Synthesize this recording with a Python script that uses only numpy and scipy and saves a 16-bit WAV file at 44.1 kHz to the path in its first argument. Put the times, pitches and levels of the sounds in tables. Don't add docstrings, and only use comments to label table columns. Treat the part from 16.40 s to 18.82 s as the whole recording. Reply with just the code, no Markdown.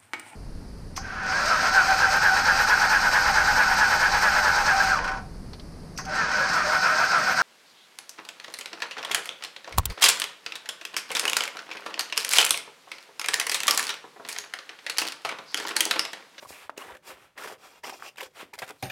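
import sys
import numpy as np
from scipy import signal
from scipy.io import wavfile
from scipy.ndimage import uniform_filter1d

SR = 44100
rng = np.random.default_rng(int(sys.argv[2]) if len(sys.argv) > 2 else 0)


def digitize_waveform(pressure):
    field = np.atleast_2d(pressure).T
    bounded = np.clip(field, -1, 1)
    quanta = np.round(bounded * 32767).astype(np.int16)
    wavfile.write(sys.argv[1], SR, quanta)


def amplitude_ratio(level_db):
    exponent = np.asarray(level_db, float) / 20
    return 10 ** exponent


N = 106942

# f/Hz, density/dB per Hz
CUT_SHEET = [(60, -38), (280, -15), (450, -6), (1000, -3.5), (2000, -1), (3100, -6), (3900, -8.5),
             (7500, -61)]
BLADE_DB = -9


def evened(x):
    return x / np.sqrt(np.mean(x ** 2) + 1e-20)


def read(points, hz):
    f, value = np.transpose(points)
    return np.interp(np.log(hz + 1), np.log(f + 1), value)


def colour(x, points):
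    hz = abs(np.fft.fftfreq(4096, 1 / SR))
    log_gain = np.log(amplitude_ratio(np.maximum(read(points, hz), -100)))
    taps = np.fft.ifft(np.exp(np.conj(signal.hilbert(log_gain)))).real[:2048]
    return evened(signal.oaconvolve(x, taps)[:N])


def mode(x, hz, width):
    r = np.exp(-np.pi * width / SR)
    poles = [1, -2 * r * np.cos(2 * np.pi * hz / SR), r * r]
    once = signal.lfilter([1, 0, -1], poles, x)
    return evened(signal.lfilter([1], poles, once))


def fibres(per_s, spread_db, clump_db, clump_s):
    draw = rng.random((N, 3))
    width = int(clump_s * SR)
    clumps = uniform_filter1d(uniform_filter1d(rng.standard_normal(N), width), width)
    spread = np.minimum(-np.log(draw[:, 1] + 1e-9), 4)
    size = amplitude_ratio(spread_db * spread + clump_db * evened(clumps))
    snaps = draw[:, 0] < per_s / SR
    return evened(size * snaps * np.sign(draw[:, 2] - .5))


def patches(clicks, sheet):
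    patch_q, taut_hz, count = 4.96, 1300, 24
    which = rng.integers(0, count, N)
    t, out = np.arange(900) / SR, np.zeros((2, N))
    for k, hz in enumerate(np.geomspace(200, 5000, count)):
        decay = np.exp(-np.pi * hz * t / patch_q)
        tap = np.sqrt(hz) * decay * np.cos(2 * np.pi * hz * t)
        out[int(hz > taut_hz)] += signal.oaconvolve(clicks * (which == k), tap)[:N]
    return [colour(v, sheet) for v in out]


def blade_ring(x):
    # f/Hz, width/Hz, level/dB
    steel_modes = [(2430, 390, -7.5), (2750, 63, -11), (3270, 140, -9.5), (5110, 370, -19.5),
                   (5880, 2000, -7.5), (7120, 1460, -10.5), (7680, 600, -15), (8400, 1100, -15),
                   (13130, 1200, -28.5)]
    return sum(amplitude_ratio(db) * mode(x, hz, width) for hz, width, db in steel_modes)


def friction(gains, sheet, tears, grit):
    # f/Hz, density/dB per Hz
    edge_hiss = [(1500, -50), (3000, -10.5), (4000, -2.5), (5200, -2.5), (6500, -3.5), (8500, -2),
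                 (13000, -7), (16000, -13.5)]
    edge = evened(grit + tears / 2)
    slack, taut = patches(tears, sheet)
    layers = [slack, taut, colour(edge, edge_hiss), blade_ring(edge)]
    return (gains * layers).sum(0)


def pressure(strokes, ring_dbs, crisp_dbs):
    t, out = np.arange(N) / SR, np.zeros((4, N))
    for rows, ring_db, crisp_db in zip(strokes, ring_dbs, crisp_dbs):
        s, db, share_db = np.transpose(rows)
        level = np.interp(t, s, db, left=-150, right=-150)
        edge = level + BLADE_DB + np.interp(t, s, share_db)
        out += amplitude_ratio([level - 1.0, level - 6.5 + crisp_db, edge, edge + ring_db])
    return out


def wavelets(rows):
    onset_cycles, cut_share = 0.57, 0.26
    lead, out = 2000, np.zeros(N + 8000)
    for s, db, hz, cycles in rows:
        t = (np.arange(-lead, 3 * lead) - s * SR % 1) / SR
        onset = -(hz * t / onset_cycles) ** 4
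        decay = -(2 * hz * abs(t) / cycles) ** 1.8
        wave = np.exp(np.where(t < 0, onset, decay)) * np.cos(2 * np.pi * hz * t)
        cut = signal.butter(2, cut_share * hz, "high", fs=SR, output="sos")
        out[int(s * SR):][:len(t)] -= amplitude_ratio(db) * signal.sosfilt(cut, wave)
    return out[lead:][:N]


def room_tone():
    # f/Hz, density/dB per Hz
    air = [(25, 3), (65, -1), (150, 5), (400, -10.5), (1000, -7), (2500, -9.5), (7000, -18), (16000, -26)]
    return amplitude_ratio(-70) * colour(rng.standard_normal(N), air)


def slides_and_brushes():
    # t/s, pressure/dB, blade share/dB
    slides = [
        [(.072, -68, 17), (.093, -55, 18.5), (.135, -51.5, 8), (.241, -51.5, 3), (.282, -61, 2)],
        [(.625, -65, 0.5), (.68, -45.5, 9), (.715, -43.5, 1), (.76, -55.5, -2.5), (.85, -55, 0), (.94, -75, -5)],
        [(1.18, -64, 2.5), (1.255, -47, 0), (1.29, -55.5, 2.5), (1.39, -56, 0), (1.41, -75, 5)],
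        [(1.6, -61.5, 9), (1.64, -43.5, -0.5), (1.688, -48, 6.5), (1.71, -65, 0), (1.75, -69, -1)],
        [(1.92, -80, 7), (1.958, -53.5, 4), (2.012, -41.5, 1.5), (2.06, -60.5, -0.5), (2.125, -71.5, 0)],
    ]
    # t/s, pressure/dB, blade share/dB
    brushes = [
        [(0, -54.5, -0.5), (.025, -58.5, 12.5), (.045, -55, 9), (.075, -61, 5.5)],
        [(2.32, -59, -1), (2.375, -66, 6), (2.4, -68.5, 13), (2.43, -63.5, 6)],
    ]
    slide_ring = [-10, -6, 3, 3.5, -3]
    slide_crisp = [5.5, -1, -11, -2, 4.5, -1, -0.5]
    # f/Hz, density/dB per Hz
    rubbed_sheet = [(60, -37.5), (400, -8.5), (1080, -1), (2400, 6), (3500, 1.5), (7500, -20)]
    gains = pressure(slides + brushes, slide_ring + [-9, -9], slide_crisp)
    tears, grit = fibres(14000, 2.6, .8, .003), fibres(16000, 2.2, .6, .003)
    return amplitude_ratio(-1) * friction(gains, rubbed_sheet, tears, grit)


def short_rips():
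    # t/s, level/dB, length/s, blade share/dB
    rip_rows = [(0.023, -55, 0.014, -22), (0.2975, -35, 0.002, -4.5), (0.376, -36, 0.0018, 15),
                (0.412, -51, 0.008, 9), (0.505, -50, 0.0047, 4), (0.549, -46, 0.0062, 1),
                (0.567, -49.5, 0.0073, 3.5), (0.976, -47, 0.023, 6.5), (1.035, -45, 0.027, 7.5),
                (1.073, -41.5, 0.018, 4.5), (1.494, -37.5, 0.0082, 4.5), (1.758, -48, 0.0036, 2),
                (1.771, -57, 0.0029, 13), (1.78, -40.5, 0.007, 4.5), (1.786, -47.5, 0.0026, 7),
                (1.805, -42, 0.012, 10), (1.828, -41, 0.011, 8.5), (2.134, -44, 0.014, 7),
                (2.152, -40.5, 0.0023, 7), (2.179, -51, 0.0086, 7), (2.187, -41, .012, 12),
                (2.203, -53, 0.025, 6), (2.218, -38.5, 0.024, -0.5), (2.242, -51.5, 0.015, 7),
                (2.263, -54.5, 0.029, 5), (2.277, -48.5, 0.009, 8), (2.289, -43.5, 0.013, 7),
                (2.299, -50, 0.019, -23), (2.3056, -40.5, 0.001, 14.5)]
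    rise_s, fall_s, sag_db, ring_db = .002, .0028, -7, -4
    t, gains = np.arange(4000) / SR, np.zeros((4, N + 4000))
    for s, db, length, share_db in rip_rows:
        rise = np.minimum(t / rise_s, 1)
        fall = np.exp(-np.maximum(t - length, 0) / fall_s)
        shape = rise * fall * amplitude_ratio(sag_db * np.minimum(t / length, 1))
        edge_db = db + BLADE_DB + share_db
        levels = amplitude_ratio([[db + 1.0 - share_db / 2], [db + 1.5], [edge_db], [edge_db + ring_db]])
        gains[:, round(s * SR):][:, :len(t)] += shape * levels
    tears, grit = fibres(12000, 0.97, 1.0, 0.012), fibres(14000, 1.03, 0.17, 0.004)
    return friction(gains[:, :N], CUT_SHEET, tears, grit)


def buckling_pops():
    # t/s, peak/dB, f/Hz, length/cycles
    pop_rows = [(.0285, -37.5, 570, 5), (.0508, -34, 880, 1.1), (.057, -37.5, 1070, 8.4),
                (.1065, -31, 620, 0.38), (.2957, -18.5, 1065, 1), (.296, -36, 3580, 1.1),
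                (.3795, -31, 430, 1.9), (1.1003, -29.5, 840, 1.3), (1.116, -33.5, 540, 2.2),
                (1.125, -37, 510, 3.5), (1.456, -38, 860, 0.74), (1.525, -36, 800, 8.2),
                (1.6245, -24.5, 1320, 1.8), (2.031, -34, 410, 0.97), (2.2215, -32.5, 440, 0.32),
                (2.229, -34, 763, 9.9), (2.305, -47, 790, 9)]
    return wavelets(pop_rows)


def hand_bumps():
    # t/s, peak/dB, f/Hz
    bump_rows = [(.065, -57, 111), (0.107, -54.5, 80.6), (0.479, -60, 99), (.69, -66, 101),
                 (0.849, -66, 65), (1.111, -64, 90), (1.861, -67, 65), (2.17, -63, 91), (0.257, -62.5, 90),
                 (2.053, -63, 91), (0.524, -55, 65), (0.739, -61.5, 65.5), (2.232, -47.5, 125)]
    return wavelets([(s, db, hz, 2.5) for s, db, hz in bump_rows])


def crackles():
    # centre t/s, level/dB, f/Hz, length/s
    crackle_rows = [(.381, -37, 2700, 0.0036), (0.391, -48, 860, 0.0074), (0.42, -42, 1080, 0.018),
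                    (0.422, -46, 2960, 0.011), (0.461, -49.5, 437, 0.031), (0.486, -49.5, 430, .012),
                    (0.507, -44, 974, 0.015), (0.556, -48, 494, .012), (0.554, -49, 1720, 0.014),
                    (.38, -47, 5760, 0.0046), (0.982, -40.5, 1790, 0.007), (0.997, -44, 1100, .008),
                    (1.017, -44, 1350, 0.023), (1.041, -42, 1740, 0.011), (1.049, -39.5, 1040, 0.013),
                    (1.046, -45.5, 506, 0.011), (1.061, -40.5, 480, 0.012), (1.083, -44, 1480, 0.0057),
                    (1.081, -49, 5000, 0.005), (0.703, -54, 385, .07), (1.441, -40, 1910, 0.013),
                    (1.444, -41.5, 995, 0.018), (1.445, -43.5, 3030, 0.012), (1.458, -48.5, 5340, 0.043),
                    (1.48, -48, 820, 0.012), (1.506, -48.5, 5200, 0.017), (1.538, -49, 2480, 0.011),
                    (1.54, -51, 5400, 0.02), (1.547, -51.5, 750, 0.032), (1.627, -45.5, 960, 0.01),
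                    (1.674, -48.5, 2750, 0.054), (1.668, -56, 5760, 0.059), (2.405, -65.5, 4260, 0.038),
                    (0.152, -56, 2500, 0.1), (1.772, -48, 2700, 0.0035), (1.785, -37, 2730, 0.0021),
                    (1.812, -39, 2750, 0.016), (1.807, -38, 1900, 0.0073), (1.817, -40.5, 960, 0.0088),
                    (1.833, -42, 510, 0.016), (1.86, -58, 525, 0.0071), (2.139, -46, 2250, .009),
                    (2.14, -47.5, 923, 0.018), (2.184, -49, 643, 0.0077), (2.192, -42, 2110, 0.0083),
                    (2.193, -41, 4600, 0.0091), (2.202, -49, 600, 0.01), (2.231, -38, 1600, 0.01),
                    (2.314, -44.5, 742, 0.0084)]
    crackle_q = 5.7
    t, out = (np.arange(6000) - 3000) / SR, np.zeros(N + 6000)
    grits = rng.standard_normal((len(crackle_rows), len(t)))
    for (s, db, hz, length), grit in zip(crackle_rows, grits):
        swell = np.exp(-(2 * t / length) ** 4)
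        burst = swell * mode(grit ** 3, hz, hz / crackle_q + 60)
        burst *= np.linalg.norm(swell) / np.linalg.norm(burst)
        out[round(s * SR):][:len(t)] += amplitude_ratio(db) * burst
    return out[len(t) // 2:][:N]


def closing_cuts():
    # t/s, pressure/dB, blade share/dB
    cuts = [
        [(.365, -56, -14), (.379, -47, 4), (.393, -47, 3.5), (.47, -48.5, -1), (.51, -46, -6.5),
         (.544, -53, -0.5), (.575, -61, -8), (.61, -111, -3)],
        [(.955, -66, -20), (.972, -54, -9), (.98, -46, 3), (1.03, -43.5, 1.5), (1.09, -47, 2), (1.126, -46, 3),
         (1.15, -54, -1), (1.175, -67, -14)],
        [(1.43, -83, -2), (1.436, -45, 4.5), (1.45, -41, 1.5), (1.49, -42, 2.5), (1.51, -47.5, 0),
         (1.541, -45, -2), (1.575, -63, 15), (1.61, -49.5, -6)],
        [(1.772, -56.5, 7.5), (1.795, -48.5, 3), (1.82, -47, 0), (1.845, -52.5, 8), (1.868, -52, 3),
         (1.885, -76, 1), (1.92, -72, 6)],
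    ]
    cut_ring = [-36, -1.5, 2.5, 5.5]
    cut_crisp = [3, 2, -2.5, 5]
    tears, grit = fibres(8000, 3.9, 1.2, .002), fibres(10000, 3.7, 1.4, .002)
    return friction(pressure(cuts, cut_ring, cut_crisp), CUT_SHEET, tears, grit)


def room(x):
    # f/Hz, t60/s
    decay_times = [(200, 0.47), (1000, 0.13), (4000, 0.14), (12000, 0.17)]
    desk_s, desk_db, wet_db = .0052, -18.5, -13.5
    noise = rng.standard_normal(SR // 2) * (np.arange(SR // 2) > 350)
    hz, t, z = signal.stft(noise, SR, nperseg=256)
    decay = amplitude_ratio(-60 * t / read(decay_times, hz)[:, None])
    tail = signal.istft(z * decay, SR, nperseg=256)[1]
    tail = amplitude_ratio(wet_db) * tail / np.linalg.norm(tail)
    tail[int(desk_s * SR)] += amplitude_ratio(desk_db)
    return x + signal.fftconvolve(x, tail)[:N]


def scene():
    rubbing = slides_and_brushes() + closing_cuts()
    bursts = short_rips() + buckling_pops() + crackles()
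    return (room(rubbing + bursts) + hand_bumps() + room_tone())[None]


def roll_off(x):
    return signal.sosfilt(signal.butter(12, 16460, fs=SR, output="sos"), x)


def record(dry):
    low_cut_hz, edge_hz = 54, 15950
    x = signal.sosfilt(signal.butter(2, low_cut_hz, "high", fs=SR, output="sos"), dry)
    band_limit = signal.firwin(511, edge_hz, window=("kaiser", 9), fs=SR)
    x = signal.oaconvolve(x, band_limit[None], "same")
    return roll_off(x)


dry = scene()
out = record(dry)
digitize_waveform(out)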